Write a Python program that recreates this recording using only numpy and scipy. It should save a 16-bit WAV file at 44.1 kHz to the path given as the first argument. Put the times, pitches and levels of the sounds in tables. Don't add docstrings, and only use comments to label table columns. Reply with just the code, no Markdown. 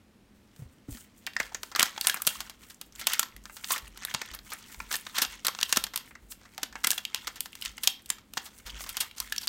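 import sys
import numpy as np
from scipy import signal
from scipy.fft import rfft, irfft, next_fast_len
from scipy.io import wavfile
from scipy.ndimage import uniform_filter1d

SR = 44100
rng = np.random.default_rng(int(sys.argv[2]) if len(sys.argv) > 2 else 0)


def generate_wav(signal):
    frames = np.transpose(np.atleast_2d(signal))
    scaled = np.clip(frames, -1, 1) * 32767
    pcm = np.round(scaled).astype(np.int16)
    wavfile.write(sys.argv[1], SR, pcm)


def linear_from_db(decibels):
    return 10 ** (np.asarray(decibels, float) / 20)


N = 418068


def rms_one(x):
    return x / np.sqrt(np.mean(x ** 2) + 1e-20)


def at_hz(points, hz):
    table_hz, value = np.array(points).T
    return np.interp(np.log(hz), np.log(table_hz), value)


def band(x, low_hz, high_hz):
    gain = np.sqrt(SR / 2 / (high_hz - low_hz))
    sos = signal.butter(2, [low_hz, high_hz], "band", fs=SR, output="sos")
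    return gain * signal.sosfilt(sos, x + 1e-18)


def coloured(x, points):
    size = next_fast_len(N)
    hz = np.maximum(np.arange(size // 2 + 1) * SR / size, 10)
    return irfft(rfft(x, size) * linear_from_db(at_hz(points, hz)), size)[:N]


def drift(rate_hz):
    knots = rng.standard_normal(4002)
    return np.interp(np.arange(N) / SR * rate_hz, np.arange(len(knots)), knots)


def ring(x, hz, width_hz):
    r = np.exp(-np.pi * width_hz / SR)
    push = np.array([1, 0, -1]) * np.sqrt((1 - r * r) / 2)
    return signal.lfilter(push, [1, -2 * r * np.cos(2 * np.pi * hz / SR), r * r], x)


def add(track, at, piece):
    end = min(len(track), at + len(piece))
    track[at:end] += piece[:end - at]


def crackle(size, spread_db):
    sizes_db = spread_db * np.minimum(rng.exponential(1, size), 4)
    return rms_one(rng.standard_normal(size) * linear_from_db(sizes_db))


def even(piece):
    spectrum = rfft(piece)
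    humps = uniform_filter1d(np.abs(spectrum) ** 2, size=24) + 1e-30
    flat = irfft(spectrum * humps ** -.35)
    return flat * np.sqrt(np.sum(piece ** 2) / np.sum(flat ** 2))


def breaks():
    # start_s, flap_db, crack_db, spit_db
    snap_rows = [(1.3657, -26, -32, -47), (1.4, -18, -27.5, -33), (1.546, -30.5, -32, -38.5),
                 (1.75, -23.5, -39, -47), (1.795, -44, -17.5, -19.5), (1.805, -21.5, -61, -42.5),
                 (1.977, -31, -35, -43.5), (2.0476, -29, -30, -43), (2.07, -21.5, -16.5, -16.5),
                 (2.143, -27, -54, -25), (2.219, -33, -34, -22.5), (2.2681, -24.5, -23, -15.5),
                 (2.8127, -39.5, -36, -33), (3.0694, -19.5, -16.5, -15.5), (3.1338, -32, -24, -20.5),
                 (3.194, -25.5, -20, -14.5), (3.229, -25.5, -27, -30), (3.643, -34, -29.5, -42),
                 (4.9545, -34, -27.5, -26.5), (4.964, -57, -51, -28), (5.4671, -27, -26, -16.5),
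                 (5.7253, -21.5, -17, -20), (5.8391, -29.5, -24, -24), (5.867, -36, -36.5, -44),
                 (6.631, -28.5, -24, -25), (6.8705, -21.5, -19.5, -14.5), (6.914, -34.5, -27.5, -20),
                 (7.8734, -23.5, -14, -15), (8.375, -29, -24.5, -32.5), (9.323, -40.5, -26.5, -28)]
    # start_s, flap_db, crack_db, spit_db
    pop_rows = [(1.266, -71, -29, -32), (1.632, -31, -29.5, -30.5), (1.8279, -13.5, -15.5, -12),
                (2.0111, -28.5, -24, -22.5), (2.0968, -29, -19, -21), (4.0502, -28.5, -33.5, -24),
                (4.1466, -24, -20, -42), (4.8015, -30, -38, -45), (5.2491, -26.5, -25.5, -40),
                (5.4824, -18, -20.5, -26), (5.549, -33.5, -32.5, -51), (5.588, -31.5, -30.5, -45),
                (5.612, -30.5, -24.5, -29), (5.629, -24, -21, -20.5), (5.771, -19, -15, -14.5),
                (5.9593, -31, -24.5, -19.5), (6.579, -32, -32, -35.5), (6.9049, -27.5, -20, -16.5),
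                (6.931, -31, -29, -54), (7.0512, -51.5, -28, -32), (7.1457, -27.5, -20.5, -24),
                (7.4058, -35, -27.5, -20), (7.658, -55, -26, -32), (8.102, -23.5, -22, -22),
                (8.336, -41.5, -36.5, -35), (9.2016, -33.5, -30, -22), (9.362, -47, -32, -34),
                (9.38, -37, -28, -30)]
    # start_s, flap_db, spit_db, length_ms
    drawn_out_rows = [(1.7596, -24.5, -28, 5.6), (1.8173, -24.5, -32, 6.2), (1.855, -32, -34, 6.3),
                      (2.0785, -33.5, -53, 11), (2.4032, -33, -32.5, 7.1), (3.099, -30.5, -34.5, 4.6),
                      (3.7034, -27.5, -29.5, 9.1), (3.7341, -43, -39.5, 21), (4.14, -30, -31, 3.9),
                      (4.215, -28, -36.5, 5.3), (4.516, -35.5, -45.5, 12.2), (4.906, -32, -40, 15),
                      (4.9255, -36, -29, 7.9), (4.9395, -29.5, -28.5, 5.8), (5.066, -31.5, -47, 4.6),
                      (5.181, -25, -24, 8.1), (5.216, -29, -19.5, 11), (5.4476, -26, -27.5, 6.1),
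                      (5.76, -27.5, -28, 6.4), (5.9752, -35.5, -27, 3.4), (6.844, -22.5, -23, 4),
                      (6.9779, -33, -31.5, 6.4), (7.27, -29.5, -33, 8.6), (7.623, -51, -39.5, 6.7),
                      (7.65, -47, -34.5, 5.4), (7.8323, -37, -26.5, 11), (8.3711, -21.5, -42, 3.7),
                      (8.9681, -29, -26, 5.5), (9.0015, -33.5, -24.5, 13.4), (9.473, -32, -21, 2.2),
                      (9.4775, -39, -41.5, 3.3),
                      (1.2706, -33, -64, 5.1), (1.715, -39, -50, 7.7), (2.168, -36, -44, 7.5),
                  (2.4956, -41.5, -41.5, 8), (2.6963, -49.5, -49, 13), (2.9898, -50, -38, 15),
                  (3.0116, -37, -39, 8), (3.566, -43, -42.5, 6.5), (3.762, -31.5, -45, 6.5),
                  (3.7791, -39.5, -34.5, 5.9), (4.502, -49, -42, 7), (4.111, -39, -77, 4.3),
                  (4.333, -44, -44, 13), (4.6964, -47.5, -68, 7.1), (4.7442, -39, -49, 3.3),
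                  (5.148, -44.5, -39, 17), (5.6896, -41, -39, 12), (5.9352, -38.5, -43, 8.3),
                  (6.452, -47.5, -65, 8.1), (6.755, -28.5, -50, 3.1), (7.356, -45, -45, 11.3),
                  (7.7791, -39, -42.5, 4.4), (8.453, -47.5, -45, 17), (8.6591, -43, -43.5, 16),
                  (8.861, -39.5, -51, 10.4), (8.889, -46, -33, 11), (9.162, -50, -46, 22),
                  (9.407, -48.5, -40.5, 16), (9.427, -48, -42, 17)]
    # start_s, flap_db, spit_db
    tick_rows = [(0.562, -59, -54), (6.413, -51, -66), (6.49, -65, -66), (6.433, -49, -67),
                 (0.926, -54, -49), (2.043, -39, -41), (4.314, -43, -50), (8.117, -42, -65),
                 (8.183, -47, -53), (8.872, -50, -44), (8.944, -41, -54), (0.971, -45, -51),
                 (1.523, -44, -63), (1.455, -50, -49), (1.792, -19, -56), (1.962, -38.5, -73),
                 (2.2498, -41, -44), (2.273, -24, -14.5), (2.959, -49, -46), (3.364, -55, -42.5),
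                 (3.4547, -35, -46), (3.4964, -37.5, -75), (3.9738, -45, -40.5), (4.021, -38, -53),
                 (4.259, -52, -46), (4.389, -45, -51), (6.109, -43, -101), (6.152, -39.5, -60.5),
                 (6.3199, -44.5, -37.5), (6.726, -39.5, -55), (6.761, -35, -96), (6.84, -25, -33),
                 (7.458, -38, -39), (7.5526, -45, -38.5), (7.613, -53, -37), (8.059, -54, -41.5),
                 (8.806, -33.5, -42.5), (8.839, -39.5, -41)]
    pop_ms, snap_ms, tick_ms = 3.08, 4.3, 4.37
    sharp = [(*row, pop_ms) for row in pop_rows] + [(*row, snap_ms) for row in snap_rows]
    folds = drawn_out_rows + [(*row, tick_ms) for row in tick_rows]
    return sharp + [(s, flap, (flap + spit) / 2 + 1.78, spit, ms) for s, flap, spit, ms in folds]


def snaps():
    flap, crack, spit = np.zeros((3, N))
    t = np.arange(2048) / SR - .006
    lead_s = .0059
    for s, flap_db, crack_db, spit_db, ms in breaks():
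        length = max(ms - 1.2, .4) / 1000
        slow = np.clip((ms - 3.) / 10.0, 0, 1.5)
        creak = linear_from_db(-42.5 + 9.2 * slow) * np.clip(1 + t / 0.023, 0, 1) ** 2
        rise = creak + np.clip(t / (0.00017 + 0.45 * slow * length), 0, 1) ** 1.37
        accent_db = 4.64 * np.exp(-np.abs(t - .0003) / 0.00029) - 3.5
        rise *= linear_from_db(accent_db * np.clip(1 - slow, 0, 1))
        stutter = linear_from_db(3.24 * np.repeat(rng.standard_normal(64), 32))
        cracks = crackle(len(t), spread_db=1.0) * stutter
        after = np.maximum(t, 0) / length
        weight = rise * linear_from_db(-9. * after)
        burst = cracks * rise * np.sqrt(np.sum(weight ** 2) / np.sum((weight * cracks) ** 2))
        at = round((s - lead_s) * SR)
        add(flap, at, burst * linear_from_db(flap_db + 4.0 - 4.84 * after))
        add(crack, at, even(burst * linear_from_db(crack_db + 8.0 - 8.08 * after)))
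        bright_db = 1.8 * np.exp(-4. * after)
        add(spit, at, even(burst * linear_from_db(spit_db + 6.5 - 10. * after + bright_db)))
    low = band(flap, 471, 2070) - linear_from_db(-4.5) * band(flap, 170, 337)
    return low + band(crack, 2650, 5870) + band(spit, 8620, 14070)


def handling():
    # start_s, rustle_db, hiss_db, fall_db_per_s
    jolt_rows = [(1.272, -54, -56, 57), (1.402, -41, -46, 112), (1.8, -25.5, -34, 141),
                 (2.278, -27, -33, 112), (3.075, -29.5, -42, 89), (3.57, -45, -54, 19),
                 (5.156, -31, -39.5, 72), (5.454, -40.5, -46, 126), (5.962, -44, -50, 121),
                 (6.313, -52, -42.5, 163), (6.847, -51, -36, 95), (7.15, -40, -56, 43),
                 (7.41, -47, -50, 88), (7.841, -40, -36.5, 120), (8.102, -39, -43, 216),
                 (8.373, -48, -45.5, 39), (8.666, -40.5, -56, 27), (9.203, -31, -40, 164)]
    # peak_s, rustle_db, hiss_db, rise_db_per_s, fall_db_per_s
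    squeeze_rows = [(0.949, -47, -47, 218, 92), (1.678, -49, -43, 353, 250), (2.085, -40.5, -44, 120, 49.7),
                    (2.705, -51, -55, 70, 243), (3.005, -41, -42, 203, 150), (3.724, -36, -42, 160, 104),
                    (4.153, -34, -51, 68, 70.4), (4.526, -42.5, -52, 92, 230),
                    (4.7, -46.5, -54.5, 24.7, 22), (4.937, -31.5, -34, 374, 164),
                    (5.04, -42, -47.5, 90, 65), (5.232, -33, -42, 180, 142), (5.771, -37, -42.5, 38.2, 180),
                    (6.45, -51.5, -68, 150, 160), (6.643, -47, -56.5, 50, 160),
                    (6.916, -38.5, -37.5, 177, 81), (7.283, -39, -54, 39.8, 400),
                    (7.671, -42, -52, 63.7, 124), (9.016, -37, -48, 45.7, 159), (9.379, -44, -48, 130, 148)]
    jolt_rise_db_per_s, hiss_falls_faster = 806.5, 1.42
    held_from_s, held_rustle_db, held_hiss_db = 0.34, -65.5, -68.5
    rows = [(s, low, high, jolt_rise_db_per_s, fall) for s, low, high, fall in jolt_rows] + squeeze_rows
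    s, low_db, high_db, rise, fall = np.transpose(rows)[:, :, None]
    t = np.arange(0, N + 64, 64) / SR
    before, after = np.maximum(s - t, 0), np.maximum(t - s, 0)
    held = t > held_from_s
    low = linear_from_db(low_db - rise * before - fall * after).max(axis=0)
    high = linear_from_db(high_db - rise * before - hiss_falls_faster * fall * after).max(axis=0)
    low = np.maximum(low, linear_from_db(held_rustle_db) * held)
    high = np.maximum(high, linear_from_db(held_hiss_db) * held)
    return [np.interp(np.arange(N) / SR, t, level) for level in (low, high)]


def creases(per_s, hold):
    happens = rng.random(N) < per_s * linear_from_db(5. * drift(30.)) / SR
    clicks = np.clip(crackle(N, spread_db=1.5), -1.3, 1.3) * happens
    return clicks, rms_one(signal.lfilter([1], [1, -hold], np.abs(clicks)))


def rustle():
    rustle_level, hiss_level = handling()
    clicks, puffs = creases(per_s=550., hold=.985)
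    clicked_patch, rub = rng.integers(0, 12, N), rng.standard_normal(N)
    pitches = np.outer([908, 1293, 1890, 3030, 4120, 5500], [1, 1.14]).ravel()
    flecks = np.zeros(N)
    for k, hz in enumerate(pitches):
        push = rms_one(clicks) * (clicked_patch == k) + .09 * rub * linear_from_db(6. * drift(28.))
        flecks += ring(push, hz, hz / 12.)
    scrape = band(rng.standard_normal(N) * (0.073 + 0.77 * puffs), 1300, 6000)
    sheet = 0.5 * scrape + 0.74 * rms_one(flecks)
    sheet *= linear_from_db(4. * drift(30.))
    own_puffs = creases(per_s=490.0, hold=0.9)[1]
    hiss = rng.standard_normal(N) * (0.5 + 0.51 * puffs + 0.32 * own_puffs) * linear_from_db(7.5 * drift(22.))
    hiss = band(hiss, 6000, 18500)
    return sheet * rustle_level * linear_from_db(-5.0) + hiss * hiss_level * linear_from_db(-2.5)


def film():
    # pitch_hz, level_db
    film_colour = [(300, -21.5), (700, -11), (1200, -4), (2500, 1), (5000, -5), (8000, 1), (10500, -5.5),
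                   (16000, -3)]
    return coloured(snaps() + rustle(), film_colour)


def knocks(rows, t60, rough, sag):
    out, t = np.zeros(N), np.arange(16384) / SR
    for s, db, hz in rows:
        shaken = rough * rms_one(ring(rng.standard_normal(len(t)), hz, hz * 1.2))
        swell = 1 - np.exp(-t * hz / .3)
        tone = np.sin(2 * np.pi * hz * t * (1 - sag * t))
        add(out, round(s * SR), linear_from_db(db + 2.5 - 60 * t / t60) * swell * (tone + shaken))
    return out


def flaps():
    # start_s, peak_db, pitch_hz
    flap_rows = [(1.365, -22, 1860), (1.978, -33, 850), (2.097, -22.5, 1660), (3.194, -26.5, 1350),
                 (3.706, -25, 1060), (3.761, -41, 1780), (4.084, -36, 1710), (6.585, -37.5, 794),
                 (6.844, -22, 2030), (8.101, -34, 1705), (9.323, -25.5, 1700)]
    return linear_from_db(2.0) * knocks(flap_rows, t60=0.027, rough=0.041, sag=0.24)


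def chips(rows, width, t60, wide):
    out, t = np.zeros(N), np.arange(1024) / SR
    for s, db, hz in rows:
        push = rng.standard_normal(len(t)) * linear_from_db(-60 * t / t60)
        rung = ring(ring(push, hz, hz * width), hz, hz * width)
        bare = band(push, 900, 15000)
        add(out, round(s * SR), linear_from_db(db) * (rung / np.abs(rung).max() + wide * bare / np.abs(bare).max()))
    return out


def small_creases():
    # start_s, peak_db, pitch_hz
    crease_rows = [(1.2723, -28, 2860), (1.3344, -39, 2950), (1.429, -33, 3680), (6.835, -35, 6000),
                   (1.6625, -50, 6830), (1.7956, -14.5, 2550), (1.801, -31, 8250), (1.8063, -13.5, 2820),
                   (1.9082, -40, 7000), (1.9271, -49, 1770), (2.0839, -19.5, 8890), (2.1623, -27, 1570),
                   (2.3518, -38, 3770), (2.7445, -41, 6600), (2.9235, -43, 5170), (2.9945, -34, 2000),
                   (3.0421, -36, 3380), (3.4382, -45, 6460), (3.611, -46, 8440), (3.6381, -32, 1810),
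                   (3.6988, -35, 4130), (3.7608, -26, 1680), (3.8788, -41.5, 8530), (4.0259, -41, 2110),
                   (4.0723, -34.5, 1990), (4.2605, -41, 1590), (4.3483, -29, 11990), (4.5339, -27, 10300),
                   (4.6261, -41.5, 5430), (4.641, -42.5, 2900), (4.918, -28, 11460), (5.1498, -29, 1960),
                   (4.7935, -44, 8560), (5.2619, -38, 9580), (5.3229, -40, 9190), (5.3542, -44, 11370),
                   (5.0105, -38, 9000), (5.603, -31, 3660), (5.7265, -15.5, 7100), (6.0595, -47, 8510),
                   (6.0765, -42.5, 1720), (6.5477, -48, 3400), (7.159, -30, 2600), (8.021, -48, 10000),
                   (7.5225, -46, 9300), (7.5299, -35, 2900), (7.6224, -23.5, 3060), (7.6515, -27, 5470),
                   (7.7696, -40, 7400), (8.0915, -36, 7000), (8.5786, -46, 8080), (8.5859, -41, 7000),
                   (9.2975, -40, 6240), (9.3145, -51, 8000), (8.7016, -32, 3040), (8.7891, -41, 5360),
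                   (8.9279, -37, 8310), (9.1116, -37, 2880), (9.1825, -28, 5500), (9.4577, -42, 10900)]
    # start_s, peak_db, pitch_hz
    body_rows = [(1.2717, -30, 1890), (1.3662, -28, 4900), (1.431, -48, 1280), (1.5461, -21.5, 6300),
                 (1.7595, -23, 1250), (1.7746, -40, 1270), (1.9622, -39, 3700), (2.0427, -30, 4240),
                 (2.0114, -21.5, 4330), (2.1998, -37, 1260), (2.2725, -40, 1040), (2.3524, -37, 1140),
                 (2.3889, -53, 1080), (2.953, -38, 7210), (3.1934, -12, 6830), (3.725, -29, 1140),
                 (3.7406, -34, 1400), (3.7473, -30, 1190), (4.1111, -36, 2300), (5.2418, -30.5, 1340),
                 (5.4897, -31, 1100), (5.6017, -41, 1510), (5.6217, -34, 1570), (6.9198, -29, 1630),
                 (7.8735, -16, 3230), (8.3644, -45, 5770), (8.6951, -35, 3100), (9.0525, -45, 1130)]
    single = chips(crease_rows, width=0.8, t60=0.019, wide=0.55)
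    return single + chips(body_rows, width=0.2, t60=0.016, wide=0.068)


def freed_patches():
    # start_s, peak_db, pitch_hz
    patch_rows = [(1.519, -40, 835), (8.8395, -37, 5500), (1.7502, -20.5, 4500), (1.7607, -30, 4400),
                  (1.7953, -12.5, 8600), (1.8058, -30, 1760), (3.3224, -45, 2200), (9.4778, -11.5, 4230),
                  (1.8078, -28, 7260), (1.8281, -9.5, 6700), (1.8287, -12.5, 4430), (1.9776, -28.5, 3000),
                  (2.0706, -6.5, 8800), (2.0718, -20, 9710), (4.0497, -20.5, 3930), (3.0754, -20, 2940),
                  (2.2684, -19, 5960), (3.3635, -41.5, 2040), (3.7371, -23, 3270), (4.1476, -21.5, 9000),
                  (3.877, -40, 2690), (4.9416, -23.5, 1800), (5.0674, -28, 3700), (4.926, -29, 12500),
                  (5.1852, -23, 4110), (5.2194, -22.5, 1830), (5.2205, -15.5, 5500), (5.4679, -16.5, 3880),
                  (5.5883, -30, 2840), (5.6293, -13.5, 2990), (5.6295, -14.5, 4340), (5.6302, -16, 6000),
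                  (5.6612, -34, 3040), (5.7252, -23, 3300), (5.7258, -11, 6800), (4.389, -35, 4000),
                  (5.77, -10.5, 6460), (5.772, -24, 8350), (5.8399, -17, 4200), (6.6329, -20.5, 6100),
                  (6.8449, -28, 6960), (6.845, -20, 2930), (6.8452, -15.5, 8360), (6.8468, -16, 5840),
                  (6.9053, -21, 6600), (6.9054, -18, 7700), (6.9142, -17, 7000), (6.9795, -19.5, 3080),
                  (7.0515, -21, 2880), (9.0144, -25.5, 3070), (7.779, -32, 2200), (7.8737, -11.5, 6400),
                  (8.1015, -21.5, 4500), (8.1015, -13, 7600), (9.0072, -16, 8470), (9.2017, -19, 5070),
                  (9.3821, -15, 5360), (9.432, -29, 4460)]
    return chips(patch_rows, width=0.28, t60=0.013, wide=0.065)


def blades(x):
    # pitch_hz, level_db
    steel_modes = [(1352, -32), (1760, -32.5), (2755, -31), (3255, -31)]
    return sum(linear_from_db(db) * ring(x + 1e-18, hz, width_hz=9.6) for hz, db in steel_modes)


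def handles():
    # start_s, peak_db, pitch_hz
    handle_rows = [(0.592, -37, 147), (0.619, -33.5, 122), (0.655, -39, 75), (0.885, -35.5, 284),
                   (0.887, -33.5, 117), (0.919, -30, 54.7), (0.948, -40.5, 232), (1.792, -42, 181),
                   (2.069, -49, 190), (2.268, -40.5, 153), (4.144, -37.5, 134), (5.219, -41.5, 300),
                   (5.77, -33.5, 264), (6.629, -44, 280), (8.372, -52, 173)]
    picked_up = knocks(handle_rows[:7], t60=0.084, rough=0.14, sag=0.27)
    return picked_up + knocks(handle_rows[7:], t60=0.055, rough=0.99, sag=0.4)


def room(x):
    # pitch_hz, t60_s
    room_decay = [(500, 0.49), (1400, 0.28), (3500, 0.32), (9000, 0.13), (15000, 0.27)]
    t = np.arange(16384) / SR
    edges = 350 * 2. ** np.arange(0, 6, .5)
    tail = np.zeros(len(t))
    for low, high in zip(edges, edges[1:]):
        t60 = at_hz(room_decay, np.sqrt(low * high))
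        noise = band(rng.standard_normal(len(t)), low, high) * np.sqrt(high - low)
        tail += noise * linear_from_db(-60 * t / t60)
    tail *= np.clip((t - .002) / 0.00038, 0, 1)
    return signal.fftconvolve(x, tail / np.sqrt(np.sum(tail ** 2)))[:N]


def footfalls():
    # start_s, peak_db
    step_rows = [(1.394, -51.5), (2.375, -53.5), (2.929, -54.5), (3.347, -48.5), (3.822, -45.5),
                 (4.31, -47), (4.77, -46.5), (5.27, -52), (5.78, -51), (6.223, -52), (6.698, -54.5),
                 (7.244, -55), (7.665, -51), (8.652, -46), (8.731, -42.5), (9.197, -52)]
    floor_hz = 52.8
    return knocks([(*row, floor_hz) for row in step_rows], t60=0.63, rough=0.25, sag=0.66)


def house():
    # pitch_hz, level_db per Hz
    hum_colour = [(20, -14), (59, -1), (161, -9), (206, -0.5), (354, -11), (796, -20), (2410, -24),
                  (16000, -38.5)]
    hum = rms_one(coloured(rng.standard_normal(N), hum_colour))
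    return linear_from_db(-60.5) * hum * linear_from_db(0.4 * drift(14.0))


def scene():
    disk = film() + flaps() + small_creases()
    patches = freed_patches()
    close = disk + patches + blades(disk)
    echo = linear_from_db(-15) * room(disk + linear_from_db(-3.5) * patches)
    return (close + echo + handles() + footfalls() + house())[None]


def top_cut(x):
    return signal.sosfilt(signal.butter(12, 16990, fs=SR, output="sos"), x)


def record(dry):
    low_pass = signal.cheby2(14, 70, 16900, fs=SR, output="sos")
    mix = signal.sosfilt(low_pass, np.clip(dry, -1, 1))
    return top_cut(np.clip(mix, -1, 1))


dry = scene()
out = record(dry)
generate_wav(out)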